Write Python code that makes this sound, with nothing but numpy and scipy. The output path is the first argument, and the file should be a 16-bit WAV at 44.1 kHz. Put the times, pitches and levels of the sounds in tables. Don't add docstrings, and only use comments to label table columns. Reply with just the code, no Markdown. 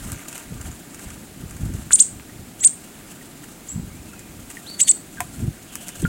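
import sys
import numpy as np
from scipy import signal
from scipy.fft import rfft, irfft, next_fast_len
from scipy.io import wavfile
from scipy.ndimage import uniform_filter1d

SR = 44100
rng = np.random.default_rng(int(sys.argv[2]) if len(sys.argv) > 2 else 0)


def to_wav(s):
    ch = np.atleast_2d(s).T
    pcm = np.round(np.clip(ch, -1, 1) * 32767)
    wavfile.write(sys.argv[1], SR, pcm.astype(np.int16))


N = 268112
TIME = np.arange(N) / SR


def from_db(db):
    return 10 ** (np.asarray(db) / 20)


def rms_one(x):
    return x / np.sqrt(np.mean(x ** 2) + 1e-20)


def band(x, low_hz, high_hz, order=2):
    return signal.sosfilt(signal.butter(order, [low_hz, high_hz], "band", fs=SR, output="sos"), x + 1e-18)


def shaped(x, spectrum):
    hz, level_db = np.transpose(spectrum)
    size = next_fast_len(N, real=True)
    grid = np.maximum(np.fft.rfftfreq(size, 1 / SR), 1)
    gain = from_db(np.interp(np.log(grid), np.log(hz), level_db, left=-90, right=-90))
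    return irfft(rfft(x, size) * gain, size)[:N]


def drift(rate_hz):
    knots = rng.standard_normal(int(N / SR * rate_hz) + 2)
    return np.interp(TIME * rate_hz, np.arange(len(knots)), knots)


def step(x):
    return .5 + .5 * np.tanh(x / 2)


def swell(start_s, length_s, attack_s, release_s):
    before, after = np.maximum(start_s - TIME, 0), np.maximum(TIME - start_s - length_s, 0)
    return np.exp(-before / attack_s - after / release_s)


def add(track, start_s, sound):
    at = max(round(start_s * SR), 0)
    track[at:at + len(sound)] += sound[:max(N - at, 0)]


# frequency_hz, gain_db
HAZE_SPECTRUM = [(15, -41), (25, -5), (70, -6.5), (180, 1), (285, 1), (489, -11.5), (734, -11.5),
                 (1040, -18.5), (1400, -19), (2160, -18.5), (5730, -22.5), (7510, -17.5), (12200, -23),
                 (14800, -24.5), (16000, -21.5)]

def haze(level_db=-42.5, sway_db=0.2):
    hush = rms_one(shaped(rng.standard_normal(N), HAZE_SPECTRUM))
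    return from_db(level_db + sway_db * drift(4.15)) * hush


def droplets(per_s, spread_db):
    sizes = from_db(spread_db * np.minimum(rng.exponential(1, N), 4)) * rng.choice([-1, 1], N)
    return sizes * (rng.random(N) < per_s / SR)


# frequency_hz, gain_db
SPRAY_SPECTRUM = [(290, -34), (500, -1.5), (729, -1.5), (974, -9.5), (1640, -2.5), (1980, -18), (2810, -4),
                  (3390, -8), (5160, -12), (7530, 0.5), (11500, -8.5), (15100, -12), (16000, -28)]

def spray(level_db, clump_db=5.5):
    crackle = rms_one(shaped(droplets(per_s=7000, spread_db=0.5), SPRAY_SPECTRUM))
    return from_db(level_db + clump_db * drift(70)) * crackle


def bubbling(level_db, low_hz, high_hz, cycles, per_s, pitches=14):
    out = np.zeros(N)
    births, pitch_index = droplets(per_s, spread_db=3.5), rng.integers(0, pitches, N)
    for k, hz in enumerate(np.geomspace(low_hz, high_hz, pitches)):
        decay, angle = from_db(-60 * hz / (cycles * SR)), 2 * np.pi * hz / SR
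        resonator = [1, -2 * decay * np.cos(angle), decay ** 2]
        out += signal.lfilter([0, np.sin(angle)], resonator, births * (pitch_index == k) + 1e-18)
    return from_db(level_db) * rms_one(out)


# start_s, length_s, spray_db, bubbling_db
BATHING_BOUTS = [(0.007, 0.4, -45.5, -49), (.6, 0.11, -46.5, -51), (.94, 0.18, -50, -52),
                 (1.49, 0.34, -53, -55.5), (2.855, .25, -58, -58), (4.506, 0.31, -50, -64),
                 (5.21, 0.19, -48.5, -60), (5.753, 0.34, -46, -61)]

def bathing(attack_s=0.062, settle_s=0.1, wading_spray_db=-57.5, wading_bubbles_db=-58, spatter_db=-7):
    spray_power, bubble_power = from_db(wading_spray_db) ** 2, from_db(wading_bubbles_db) ** 2
    for start_s, length_s, spray_db, bubbling_db in BATHING_BOUTS:
        effort = swell(start_s, length_s, attack_s, settle_s)
        spray_power += (from_db(spray_db) * effort) ** 2
        bubble_power += (from_db(bubbling_db) * effort) ** 2
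    spraying_db, churning_db = 10 * np.log10(spray_power), 10 * np.log10(bubble_power)
    spatter = bubbling(spraying_db + spatter_db, low_hz=6400, high_hz=10400, cycles=58, per_s=120)
    churn = bubbling(churning_db, low_hz=1213, high_hz=2670, cycles=18, per_s=820)
    return spray(spraying_db) + spatter + churn


# start_s, strokes, gap_s, level_db, change_per_stroke_db, pitch_hz
WING_FLURRIES = [(0.034, 3, .05, -30, 2.7, 124), (0.525, 2, .076, -21, -7, 153),
                 (1.44, 1, .04, -25, 3, 125), (1.636, 2, .033, -15.5, -2, 94),
                 (1.752, 1, .04, -16.5, 0, 105), (2.398, 1, .04, -25.5, 0, 103),
                 (3.763, 3, .018, -20, 0, 150), (5.405, 3, .038, -20, 2, 111), (6.031, 1, .04, -18, 0, 303),
                 (6.038, 2, .011, -14.5, 6.5, 149)]

def wing_strokes(puff_s=0.0024, swish_db=-15, spread_octaves=0.16):
    out, t = np.zeros(N), TIME[:SR // 10] - 0.05
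    swish = rms_one(band(rng.standard_normal(N), 88, 285))
    for start_s, strokes, gap_s, level_db, change_db, pitch_hz in WING_FLURRIES:
        for k in range(round(strokes)):
            hz = pitch_hz * 2 ** (spread_octaves * rng.standard_normal())
            eddy = np.sin(2 * np.pi * (hz * t + rng.random()))
            eddy += from_db(swish_db) * np.roll(swish, rng.integers(N))[:len(t)]
            puff = from_db(level_db + k * change_db) * eddy / np.cosh(t / puff_s)
            add(out, start_s + k * gap_s + t[0], puff)
    return out


# start_s, length_s, level_db, fade_s
POOL_FLIGHTS = [(0.045, 0.1, -34, .025), (0.51, 0.19, -35.5, 0.045), (1.06, 0.055, -39, 0.1),
                (1.403, 0.16, -37, .05), (1.63, 0.063, -28, .14), (2.134, 0.04, -41, .04),
                (2.364, .06, -41, 0.033), (3.752, 0.039, -33, 0.17), (4.3, .1, -40.5, 0.045),
                (5.21, 0.075, -42, 0.026), (5.43, 0.06, -24.5, 0.019), (6.038, 0.026, -27.5, 0.026)]

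def wing_whirr(beat_hz=23, throb=0.4, approach_s=0.031, far_wings_db=-63.5):
    beats = 1 + throb * np.sin(2 * np.pi * np.cumsum(beat_hz * (1 + 0.13 * drift(4.6))) / SR)
    rumble = band(rng.standard_normal(N), 27, 141, order=1)
    air = rms_one(band(rumble, 39.4, 290, order=4))
    power = sum((from_db(level_db) * swell(start_s, length_s, approach_s, fade_s)) ** 2
                for start_s, length_s, level_db, fade_s in POOL_FLIGHTS)
    return np.sqrt(power + from_db(far_wings_db) ** 2) * beats * air


def impacts(table, patter_db, patter_t60_s, gain_db, snap_db):
    out, t = np.zeros(N), TIME[:SR // 16]
    patter = from_db(patter_db - 60 * t / patter_t60_s) * rng.standard_normal((len(table), len(t)))
    hits = (t == 0) + patter
    tops = band(hits, 6900, 8800, order=1) + from_db(snap_db) * band(hits, 6900, 12400, order=1)
    knocks = band(hits, 1150, 2800)
    for (start_s, level_db, knock_db), top, knock in zip(table, tops, knocks):
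        sound = top + from_db(knock_db) * knock
        add(out, start_s, from_db(level_db + gain_db) * sound / np.max(np.abs(sound)))
    return out


# start_s, level_db, knock_db
WING_SPLASHES = [(0.0487, -22, -12), (0.1925, -25, 3), (0.3273, -18, -3), (0.6125, -23, -9),
                 (0.9453, -21, -6), (0.9932, -21, -4), (1.103, -21, -1), (1.509, -21, -5),
                 (1.5662, -23.5, -1), (1.738, -22, -7), (4.134, -27, -7), (4.1924, -22.5, -4),
                 (4.502, -18, -2), (5.393, -27, 6), (5.8886, -16, -5), (6.019, -14, -11)]

def splashes():
    return impacts(WING_SPLASHES, patter_db=-3, patter_t60_s=0.029, gain_db=-6, snap_db=-30)


# start_s, level_db, knock_db
DROP_TICKS = [(.1197, -15.5, -3), (.3796, -20, 2), (2.198, -32, 18), (5.2054, -9.5, 6.5), (5.7553, -13, 0),
              (5.8836, -15.5, -25)]

def ticks():
    return impacts(DROP_TICKS, patter_db=-26.5, patter_t60_s=0.024, gain_db=3.5, snap_db=-1.5)


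# start_s, pitch_hz, level_db, t60_s
BUBBLE_PLINKS = [(1.908, 1440, -12, 0.0091), (1.9099, 1160, -27, 0.025), (2.294, 1860, -40, 0.038),
                 (3.212, 1860, -42, 0.087), (3.436, 1770, -40.5, 0.057), (4.133, 1360, -37, .05),
                 (4.57, 1830, -27, 0.04), (5.172, 1600, -34.5, 0.06), (5.183, 1510, -33, 0.062),
                 (5.2059, 725, -21, 0.061), (5.203, 1005, -22, 0.04), (6.042, 3110, -30, 0.024),
                 (6.052, 1412, -16, 0.053)]

def plinks(sag=0.16, settle_s=0.0013, attack_s=0.00012):
    out, t = np.zeros(N), TIME[:SR // 8]
    for start_s, pitch_hz, level_db, t60_s in BUBBLE_PLINKS:
        phase = 2 * np.pi * np.cumsum(pitch_hz * (1 + sag * np.exp(-t / settle_s))) / SR
        envelope = from_db(level_db - 60 * t / t60_s) * (1 - np.exp(-t / attack_s))
        add(out, start_s, envelope * np.sin(phase))
    return out


# frequency_hz, gain_db
CALL_COLOUR = [(1400, -16), (2100, -23.5), (3200, -21.5), (4200, -18), (5300, -21), (6000, -12.5),
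               (6700, -4.5), (7400, 3.5), (8400, -1), (9300, -1.5), (10200, -5), (12000, -15.5),
               (16000, -21)]
# frequency_hz, gain_db
RASP_SPECTRUM = [(1500, -7), (2200, -7), (3300, 5.5), (4300, -2.5), (5400, -10), (6700, 9), (8000, 3),
                 (9300, 10.5), (10500, -6.5), (12500, -7), (16000, -29)]
# frequency_hz, gain_db
REED_SPECTRUM = [(1400, -15), (5000, 2), (7000, -2.5), (8200, -2), (9200, 2), (11000, 0), (16000, -6)]
# upsweep_at_s, downsweep_at_s, rise_s, fall_s, top_hz, level_db, fade_db, opening_db, rasp_db, reeds_db
CLOSE_CALLS = [(1.929, 1.9587, 0.0044, 0.0022, 9390, -3.5, -1, -1, -18, -13),
               (1.9986, 2.027, 0.0047, 0.0024, 9010, 0.5, -12.5, -9.5, -22.5, -9.5),
               (2.603, 2.647, 0.0026, .002, 7820, -24, -10, -4, -16, -12),
               (2.6454, 2.676, 0.0021, 0.0018, 8760, -3.5, -2.5, 1, -19.5, -12),
               (3.682, 3.737, 0.0029, 0.0021, 7770, -28.5, -12.5, 2, -18.5, -1.5),
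               (4.81, 4.837, 0.0018, .0014, 8100, -6, -9.5, 5.5, -11, -14.5),
               (4.888, 4.916, 0.0023, 0.00123, 8190, -7.5, 3, -5, -8, -15)]

def close_calls(rest_hz=2000, climb=0.041, jitter=0.073, overtone_db=-13, purity=0.23, held_rasp_db=-20,
                lead_s=0.0089, attack_s=0.0041, release_s=0.0027):
    voice, rasp, reed_share = np.zeros((3, N))
    for up_s, down_s, rise_s, fall_s, top_hz, level_db, fade_db, opening_db, rasp_db, reeds_db in CLOSE_CALLS:
        t = up_s - .03 + TIME[:SR // 8]
        risen, held = step((t - up_s) / rise_s), step((down_s - t) / fall_s)
        progress = np.clip((t - up_s) / (down_s - up_s), 0, 1)
        crest_hz = top_hz * (1 + climb * (progress - .75))
        hz = rest_hz + (crest_hz - rest_hz) * risen * held
        opening = (1 - risen) ** 2
        shake = rms_one(uniform_filter1d(rng.standard_normal(len(t)), size=24))
        phase = 2 * np.pi * np.cumsum(hz * (1 + jitter * shake * opening)) / SR
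        sounding = step((t - up_s + lead_s) / attack_s) * step((down_s + 0.001 - t) / release_s)
        effort = from_db(level_db + fade_db * progress + opening_db * opening) * sounding
        overtones = sum(np.sin(k * phase) * (k * hz < SR / 2) for k in range(2, 5))
        overtones *= from_db(overtone_db) * (1 - purity * risen * held)
        add(voice, t[0], effort * (np.sin(phase) + overtones))
        roughness = from_db(level_db + rasp_db) * sounding * (1 - risen + from_db(held_rasp_db))
        add(rasp, t[0], roughness * rng.standard_normal(len(t)))
        reed_share[round(t[0] * SR):] = from_db(reeds_db)
    direct = shaped(voice, CALL_COLOUR) + shaped(rasp, RASP_SPECTRUM)
    return direct, shaped(direct * reed_share, REED_SPECTRUM)


# delay_s, gain_db
POOL_ECHOES = [(.0014, -16), (.0031, -12)]

def pool_echoes(calls):
    out = np.zeros(N)
    for delay_s, gain_db in POOL_ECHOES:
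        add(out, delay_s, from_db(gain_db) * calls)
    return out


# start_s, length_s, start_hz, target_hz, glide_s, waver_share, level_db
FAR_WHISTLES = [(3.91, 0.083, 2093, 2450, 0.043, .015, -53), (4.049, 0.3, 2760, 1980, 0.34, .012, -54.5),
                (4.661, 0.11, 2730, 4520, 0.011, 0.0135, -36.5),
                (4.842, 0.07, 4530, 4370, 0.047, 0.014, -38), (5.674, 0.39, 3320, 3000, 0.038, 0.092, -48)]

def far_whistles():
    out = np.zeros(N)
    for start_s, length_s, start_hz, target_hz, glide_s, waver, level_db in FAR_WHISTLES:
        t = TIME[:int(length_s * SR)]
        shake = rms_one(uniform_filter1d(rng.standard_normal(SR // 2), size=150))[:len(t)]
        hz = (target_hz + (start_hz - target_hz) * np.exp(-t / glide_s)) * (1 + waver * shake)
        envelope = from_db(level_db) * np.sqrt(np.sin(np.pi * (t / length_s) ** 0.55))
        add(out, start_s, envelope * np.sin(2 * np.pi * np.cumsum(hz) / SR))
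    return out


def foliage(x, t60_s, onset_s):
    t = TIME[:SR]
    tail = rng.standard_normal(SR) * from_db(-60 * t / t60_s) * (1 - np.exp(-t / onset_s))
    return signal.fftconvolve(x, tail / np.sqrt(np.sum(tail ** 2)))[:N]


def scene():
    water = bathing() + splashes() + ticks() + plinks()
    water += from_db(-8) * foliage(water, t60_s=0.067, onset_s=0.0043)
    calls, into_reeds = close_calls()
    calls += pool_echoes(calls) + foliage(into_reeds, t60_s=0.26, onset_s=0.0022)
    whistles = far_whistles()
    whistles += from_db(-3.5) * foliage(whistles, t60_s=0.4, onset_s=0.0075)
    return (haze() + water + wing_strokes() + wing_whirr() + calls + whistles)[None]


def record(dry, cutoff_hz=16100):
    low_pass = signal.ellip(10, .1, 90, cutoff_hz, fs=SR, output="sos")
    return signal.sosfilt(low_pass, np.clip(dry, -1, 1))


dry = scene()
out = record(dry)
to_wav(out)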